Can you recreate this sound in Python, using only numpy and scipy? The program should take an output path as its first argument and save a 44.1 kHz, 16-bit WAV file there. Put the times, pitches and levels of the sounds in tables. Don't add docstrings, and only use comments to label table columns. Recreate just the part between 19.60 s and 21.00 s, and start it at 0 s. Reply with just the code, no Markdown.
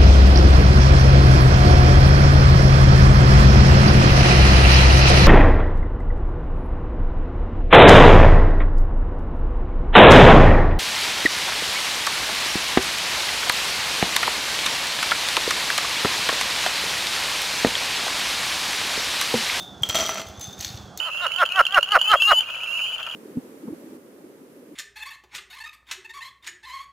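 import sys
import numpy as np
from scipy import signal
from scipy.fft import rfft, irfft
from scipy.io import wavfile
from scipy.ndimage import uniform_filter1d

SR = 44100
rng = np.random.default_rng(int(sys.argv[2]) if len(sys.argv) > 2 else 0)


def voltage_ratio(decibels):
    exponent = np.asarray(decibels, float) / 20
    return 10 ** exponent


def unload_wav(signal):
    wavfile.write(
        sys.argv[1],
        SR,
        np.round(np.clip(np.atleast_2d(signal).T, -1, 1) * 32767).astype(np.int16),
    )


N = 61739


def ice():
    ticks = jostling()
    t = np.arange(N) / SR
    in_glass = (t > .222) & (t < .655)
    scooping = t > .985
    in_bowl = ~(in_glass | scooping)
    return glass_knocks(ticks * in_glass) + scoop_knocks(ticks * scooping) + bowl_knocks(ticks * in_bowl)


# [start_s, peak_db, brightness_db, wall_ring_db, rim_ring_db]
GLASS_KNOCKS = [(.2209, -37, 8, -51, -45), (.2322, -14.5, 4, -31, -37), (.2882, -18.5, 6, -36, -35),
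                (.2946, -21.5, 6.5, -28, -24.5), (.2979, -17.5, -4, -17.5, -29), (.3069, -27, 8, -32, -46),
                (.3264, -25, 2, -32, -33), (.3436, -14.5, 3, -29, -33), (.3516, -8.5, -1, -18, -24),
                (.3560, -22.5, 9.5, -22, -26), (.3619, -10.5, 0.5, -18.5, -24.5),
                (.3679, -18, 0, -21, -25.5), (.3764, -17.5, 3, -24, -42), (.3859, -12, 2.5, -30, -27),
                (.3929, -20, 0, -37, -31), (.3989, -13.5, 1, -25, -22.5),
                (.4054, -18.5, -2.5, -22.5, -22.5), (.4144, -19, 1, -34, -26.5),
                (.4254, -14.5, -0.5, -29, -38), (.4374, -21.5, 3.5, -28.5, -44), (.4494, -25, -7, -28, -36),
                (.4614, -24, 7.5, -24, -30), (.4714, -24, -2, -38, -27), (.4859, -33, 8, -40, -44),
                (.4909, -8.5, 1, -25.5, -24.5), (.5024, -26.5, 3, -35, -32), (.5214, -36, -1, -38.5, -51),
                (.5294, -27, -1, -41, -42), (.5424, -30, 8, -44, -40), (.5549, -25.5, -10, -48, -47),
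                (.5715, -21, -4.5, -41, -48), (.5801, -21, 1, -43, -50), (.5954, -18, 0, -38, -35),
                (.6154, -18, 0.5, -43, -53), (.6214, -42, -6, -44, -56)]
# [pitch_hz, level_db, time_to_fall_60_db_s]
GLASS_NOTES = [(652, -15.5, .08), (1212, -19, .06), (1345, -17, .06), (2060, -20, .04), (2374, -28, .04),
               (3180, -9, .04), (3228, -2, .045), (3490, -15, .03), (4285, -14, .03), (5892, -9, .1),
               (5950, -3, .12), (7490, -10, .02), (9841, -19, .06), (13680, -21, .04)]
# [pitch_hz, level_db]
GLASS_CRACK = [(150, -19.5), (400, -13.5), (1300, -16), (3200, -13), (7600, -17.5), (8600, -28.5),
               (15500, -29.5)]


def glass_knocks(ticks):
    return vessel(GLASS_KNOCKS, GLASS_NOTES, GLASS_CRACK, ticks)


# [start_s, peak_db, brightness_db, wall_ring_db, rim_ring_db]
SCOOP_KNOCKS = [(.99, -35, 3, -49, -39), (1.0028, -23.5, -3, -42, -48), (1.007, -22, 4, -34.5, -29.5),
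                (1.0118, -24.5, -3, -40, -40), (1.0248, -29, 0, -36, -39), (1.0451, -15, -2, -28, -26.5),
                (1.0594, -26, -7, -41, -44), (1.0759, -29, -6, -36, -40), (1.0884, -34, -8, -35.5, -46),
                (1.1417, -31, -6, -48, -56), (1.1721, -26, -9, -45, -51), (1.3735, -23, 5.5, -50, -39),
                (1.3883, -47, 0, -58, -50)]
# [pitch_hz, level_db, time_to_fall_60_db_s]
SCOOP_NOTES = [(3510, -7, .03), (3680, -4, .035), (4310, -6, .03), (4630, -8, .03), (5990, -5, .03),
               (6460, -2, .045), (7720, -11, .03), (10300, -18, .04), (12400, -15, .04), (14300, -15, .03)]
# [pitch_hz, level_db]
BOWL_CRACK = [(800, -52), (1600, -6.5), (3000, -3.5), (4000, 0), (7000, -2.5), (8600, -14), (15500, -11.5)]


def scoop_knocks(ticks):
    return vessel(SCOOP_KNOCKS, SCOOP_NOTES, BOWL_CRACK, ticks)


# [start_s, peak_db, brightness_db, wall_ring_db, rim_ring_db]
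BOWL_KNOCKS = [(.0018, -32, 2, -46, -46.5), (.0233, -38, 5, -43, -49), (.0594, -45, 0, -44, -54),
               (.1768, -45, 0, -58, -59), (.6663, -38, 5, -46, -45), (.6848, -36, 5.5, -54, -63),
               (.7728, -39, -1, -59, -48), (.7945, -34, 5, -48, -49), (.8079, -41, 3, -49, -35),
               (.8109, -25.5, 4, -45.5, -35.5), (.8248, -40, -4, -44, -34.5), (.8324, -38, 3, -53, -36.5),
               (.8408, -29, 2.5, -40, -35.5), (.8574, -46, 1, -48, -48), (.8694, -42, 3, -54, -41),
               (.8894, -40, 5.5, -46, -59), (.9272, -38, 3, -43.5, -43.5)]
# [pitch_hz, level_db, time_to_fall_60_db_s]
BOWL_NOTES = [(3450, -7, .05), (3615, -2, .1), (4290, -18, .03), (6150, -11, .07), (6265, -1, .1),
              (6380, -13, .03), (10100, -14, .04), (7510, -14, .03)]


def bowl_knocks(ticks):
    return vessel(BOWL_KNOCKS, BOWL_NOTES, BOWL_CRACK, ticks)


def vessel(hits, modes, crack, ticks):
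    body_top_hz, wall_top_hz = 2500, 5000
    contact_s, grip_s = .0013, .00075
    s, db, bright_db, wall_db, rim_db = np.transpose(hits)
    at = ((s + contact_s) * SR).astype(int)

    last = np.searchsorted(at, np.arange(N), "right") - 1
    begun = last >= 0
    age = (np.arange(N) - at[last]) / SR * begun

    grip = int(grip_s * SR)
    nudges = .17 * rng.standard_normal((len(at), len(modes)))
    turns = rng.random(len(modes)) + np.cumsum(nudges, axis=0)
    signs = rng.choice([-1, 1], (len(at), len(modes)))

    out = cracks(at, db, bright_db, crack, ticks)
    for k, (hz, mode_db, t60) in enumerate(modes):
        clicks = ticks * rng.standard_normal(N)
        if hz < body_top_hz:
            clicks = clicks * voltage_ratio(-10.5)
            clicks[at] += signs[:, k] * voltage_ratio(db - bright_db)
            sound = ring(clicks, hz, t60)
        else:
            start_db = wall_db if hz < wall_top_hz else rim_db
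            swing = voltage_ratio(start_db[last] + 4 - 60 * age / t60) * begun
            swing = uniform_filter1d(swing, grip, origin=(grip - 1) // 2)
            struck = swing * np.sin(2 * np.pi * (hz * np.arange(N) / SR + turns[last, k]))
            sound = struck + voltage_ratio(-26) * ring(clicks, hz, t60)
        out = out + voltage_ratio(mode_db) * sound
    return out


def cracks(at, db, bright_db, crack, ticks):
    crack_t60_s, snap_t60_s, tick_t60_s = .024, .0056, .0038
    split_hz = 6500
    noise = rng.standard_normal(N)
    knock_noise = 0
    for kind, tilt in (("low", -.3), ("high", 2)):
        clicks = np.zeros(N)
        clicks[at] = voltage_ratio(db - 1.5 + tilt * bright_db)
        fall = decay(clicks, crack_t60_s) + voltage_ratio(-1) * decay(clicks, snap_t60_s)
        band = signal.sosfilt(signal.butter(2, split_hz, kind, fs=SR, output="sos"), noise)
        knock_noise = knock_noise + band * fall
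    tick_noise = decay(np.abs(ticks), tick_t60_s) * rng.standard_normal(N) / 4
    level = np.sqrt(np.mean(voltage_ratio(at_hz(crack, np.linspace(100, 16000, 200))) ** 2))
    return colour(.4 * knock_noise + tick_noise, lambda hz: at_hz(crack, hz)) / level


# [start_s, level_db]
JOSTLE_LEVELS = [(0, -54.5), (.1, -68), (.215, -66.5), (.24, -46), (.285, -48), (.3, -36), (.342, -44),
                 (.346, -31), (0.428, -32.5), (.5, -40), (.61, -40.5), (.63, -54.5), (.79, -63),
                 (0.815, -47), (.97, -59), (1.03, -39), (1.08, -45.5), (1.36, -73), (1.385, -49.5)]


def jostling():
    ticks_per_s, spread_db = 3000, 3
    s, db = np.transpose(JOSTLE_LEVELS)
    born = rng.random(N) < ticks_per_s / SR
    sizes = voltage_ratio(spread_db * np.minimum(rng.exponential(1, N), 4)) * rng.choice([-1, 1], N)
    return rms_one(born * sizes) * voltage_ratio(np.interp(np.arange(N) / SR, s, db))


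# [start_s, peak_db, pitch_hz, time_to_fall_60_db_s]
CLEAR_NOTES = [
    (.2333, -1, 3225, .023),
    (.3448, -20, 4400, .015),
    (.2225, -42, 13640, .2),
    (.3775, -36, 12400, .04),
    (.4265, -36, 12400, .05),
    (.4865, -34, 12400, .03),
    (1.3755, -38, 4310, .1),
    (1.389, -38, 3700, .1),
]


def pings():
    rise_s = .0015
    t = np.arange(N) / SR
    out = 0
    for s, db, hz, t60 in CLEAR_NOTES:
        age = np.maximum(t - s, 0)
        swell = 1 - np.exp(-age / rise_s)
        out = out + voltage_ratio(db - 60 * age / t60) * swell * np.sin(2 * np.pi * hz * age)
    return out


# [start_s, pitch_hz, level_db]
SLIDE_PATH = [(0, 3610, -37), (0.103, 3533, -48.5), (0.221, 3374, -59), (.4, 3260, -71), (.66, 3290, -59),
              (0.778, 3491, -53.5), (0.852, 3560, -45), (0.979, 3655, -56.5), (1.15, 3612, -50),
              (1.3, 3270, -59.5), (1.371, 3400, -60), (1.4, 3710, -47)]


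def slide():
    width_hz, settle = 190, 2000
    s, hz, db = np.transpose(SLIDE_PATH)
    t = np.arange(N) / SR
    r = np.exp(-np.pi * width_hz / SR)
    noise = rng.standard_normal(N + settle) + 1j * rng.standard_normal(N + settle)
    waver = signal.lfilter([1], [1, -2 * r, r * r], noise)[settle:]
    turns = np.cumsum(np.interp(t, s, hz)) / SR
    singing = (waver * np.exp(2j * np.pi * turns)).real
    return voltage_ratio(np.interp(t, s, db)) * rms_one(singing)


# [start_s, peak_db, pitch_hz]
HAND_BUMPS = [(0.058, -59, 93), (0.105, -42, 90), (0.21, -25, 116), (0.282, -27.5, 88), (0.341, -31.5, 152),
              (0.409, -40, 61.9), (0.527, -39.5, 72.5), (0.657, -36, 83), (0.689, -35.5, 75),
              (0.774, -32.5, 87), (0.873, -32.5, 113), (0.985, -32.5, 87.5), (1.052, -33.5, 82.2),
              (1.098, -34.5, 121.9), (1.139, -26, 98.8), (1.192, -35, 91.5), (1.228, -35, 76.6),
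              (1.276, -37, 110.3)]


def bumps():
    cycles = 2.17
    t = np.arange(N) / SR
    out = 0
    for s, db, hz in HAND_BUMPS:
        phase = np.clip((t - s) * hz / cycles, 0, 1)
        out = out + voltage_ratio(db) * np.sin(np.pi * phase) ** 2 * np.sin(2 * np.pi * cycles * phase)
    return out


def kitchen(x):
    low_t60_s, high_t60_s, build_up_s = .71, .44, .011
    t = np.arange(SR // 2) / SR
    noise = rng.standard_normal((2, len(t))) * np.clip(t / build_up_s, 0, 1)
    low = signal.sosfilt(signal.butter(1, 5000, fs=SR, output="sos"), noise)
    tail = low * voltage_ratio(-60 * t / low_t60_s) + (noise - low) * voltage_ratio(-60 * t / high_t60_s)
    tail = tail / np.linalg.norm(tail[0])
    mid, side = signal.fftconvolve(x[None], tail, axes=1)[:, :N] * voltage_ratio(-10.5)
    side = signal.sosfilt(signal.butter(1, 1800, fs=SR, output="sos"), side) * voltage_ratio(-49)
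    return np.array([mid + side, mid - side])


def leftover():
    level_db, t60_s = -48, .41
    hiss = signal.sosfilt(signal.butter(2, 6000, "high", fs=SR, output="sos"), rng.standard_normal(N))
    return hiss * voltage_ratio(level_db - 60 * np.arange(N) / SR / t60_s)


# [pitch_hz, level_db]
HUM_COLOUR = [(30, -11), (80, 1.5), (250, -1), (900, -7), (1500, -9), (2300, -28), (5500, -20.5),
              (9000, -33.5), (16000, -63)]
# [pitch_hz, width_hz, boost_db]
HUM_RESONANCES = [(197.2, 17.8, 9), (753, 88, 6.5)]
# [pitch_hz, side_level_db]
HUM_SPREAD = [(60, -24), (180, -12), (350, -7), (700, -14), (1400, -7.5), (3000, -5), (9000, -25)]


def hum():
    lean = .99

    def shape(hz):
        peaks = sum(db * np.exp(-((hz - f) / w) ** 2) for f, w, db in HUM_RESONANCES)
        return at_hz(HUM_COLOUR, hz) + peaks

    a, b = rng.standard_normal((2, N))
    mid = colour(a, shape)
    side_noise = np.sqrt(1 - lean ** 2) * b - lean * a
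    side = colour(side_noise, lambda hz: shape(hz) + at_hz(HUM_SPREAD, hz))
    return voltage_ratio(-45) * np.array([mid + side, mid - side]) / np.std(mid)


def at_hz(points, hz):
    point_hz, value = np.transpose(points)
    return np.interp(np.log(hz + 1), np.log(point_hz), value)


def rms_one(x):
    return x / np.sqrt(np.mean(x ** 2) + 1e-20)


def colour(x, db_at):
    size = 2 ** 17
    hz = np.arange(size // 2 + 1) * SR / size
    cepstrum = irfft(np.log(voltage_ratio(db_at(hz))))
    cepstrum[1:size // 2] *= 2
    cepstrum[size // 2 + 1:] = 0
    return irfft(rfft(x, size) * np.exp(rfft(cepstrum)))[..., :N]


def decay(x, t60):
    return signal.lfilter([1], [1, -voltage_ratio(-60 / (t60 * SR))], x + 1e-18)


def ring(clicks, hz, t60):
    r = voltage_ratio(-60 / (t60 * SR))
    w = 2 * np.pi * hz / SR
    return signal.lfilter([0, np.sin(w)], [1, -2 * r * np.cos(w), r * r], clicks + 1e-18)


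def scene():
    x = ice() + pings() + slide()
    return x + kitchen(x) + bumps() + hum() + leftover()


def low_pass(x):
    return signal.sosfilt(signal.butter(12, 16500, fs=SR, output="sos"), x)


def record(dry):
    top = .5
    dry = signal.sosfilt(signal.butter(2, 59.4, "high", fs=SR, output="sos"), dry)
    dry = top * np.tanh(dry / top)

    def steps(hz):
        return sum(db / (1 + np.exp(np.clip((f - hz) / 60, -50, 50))) for f, db in [(8180, -2), (15800, -30)])

    return low_pass(colour(dry, steps))


dry = scene()
out = record(dry)
unload_wav(out)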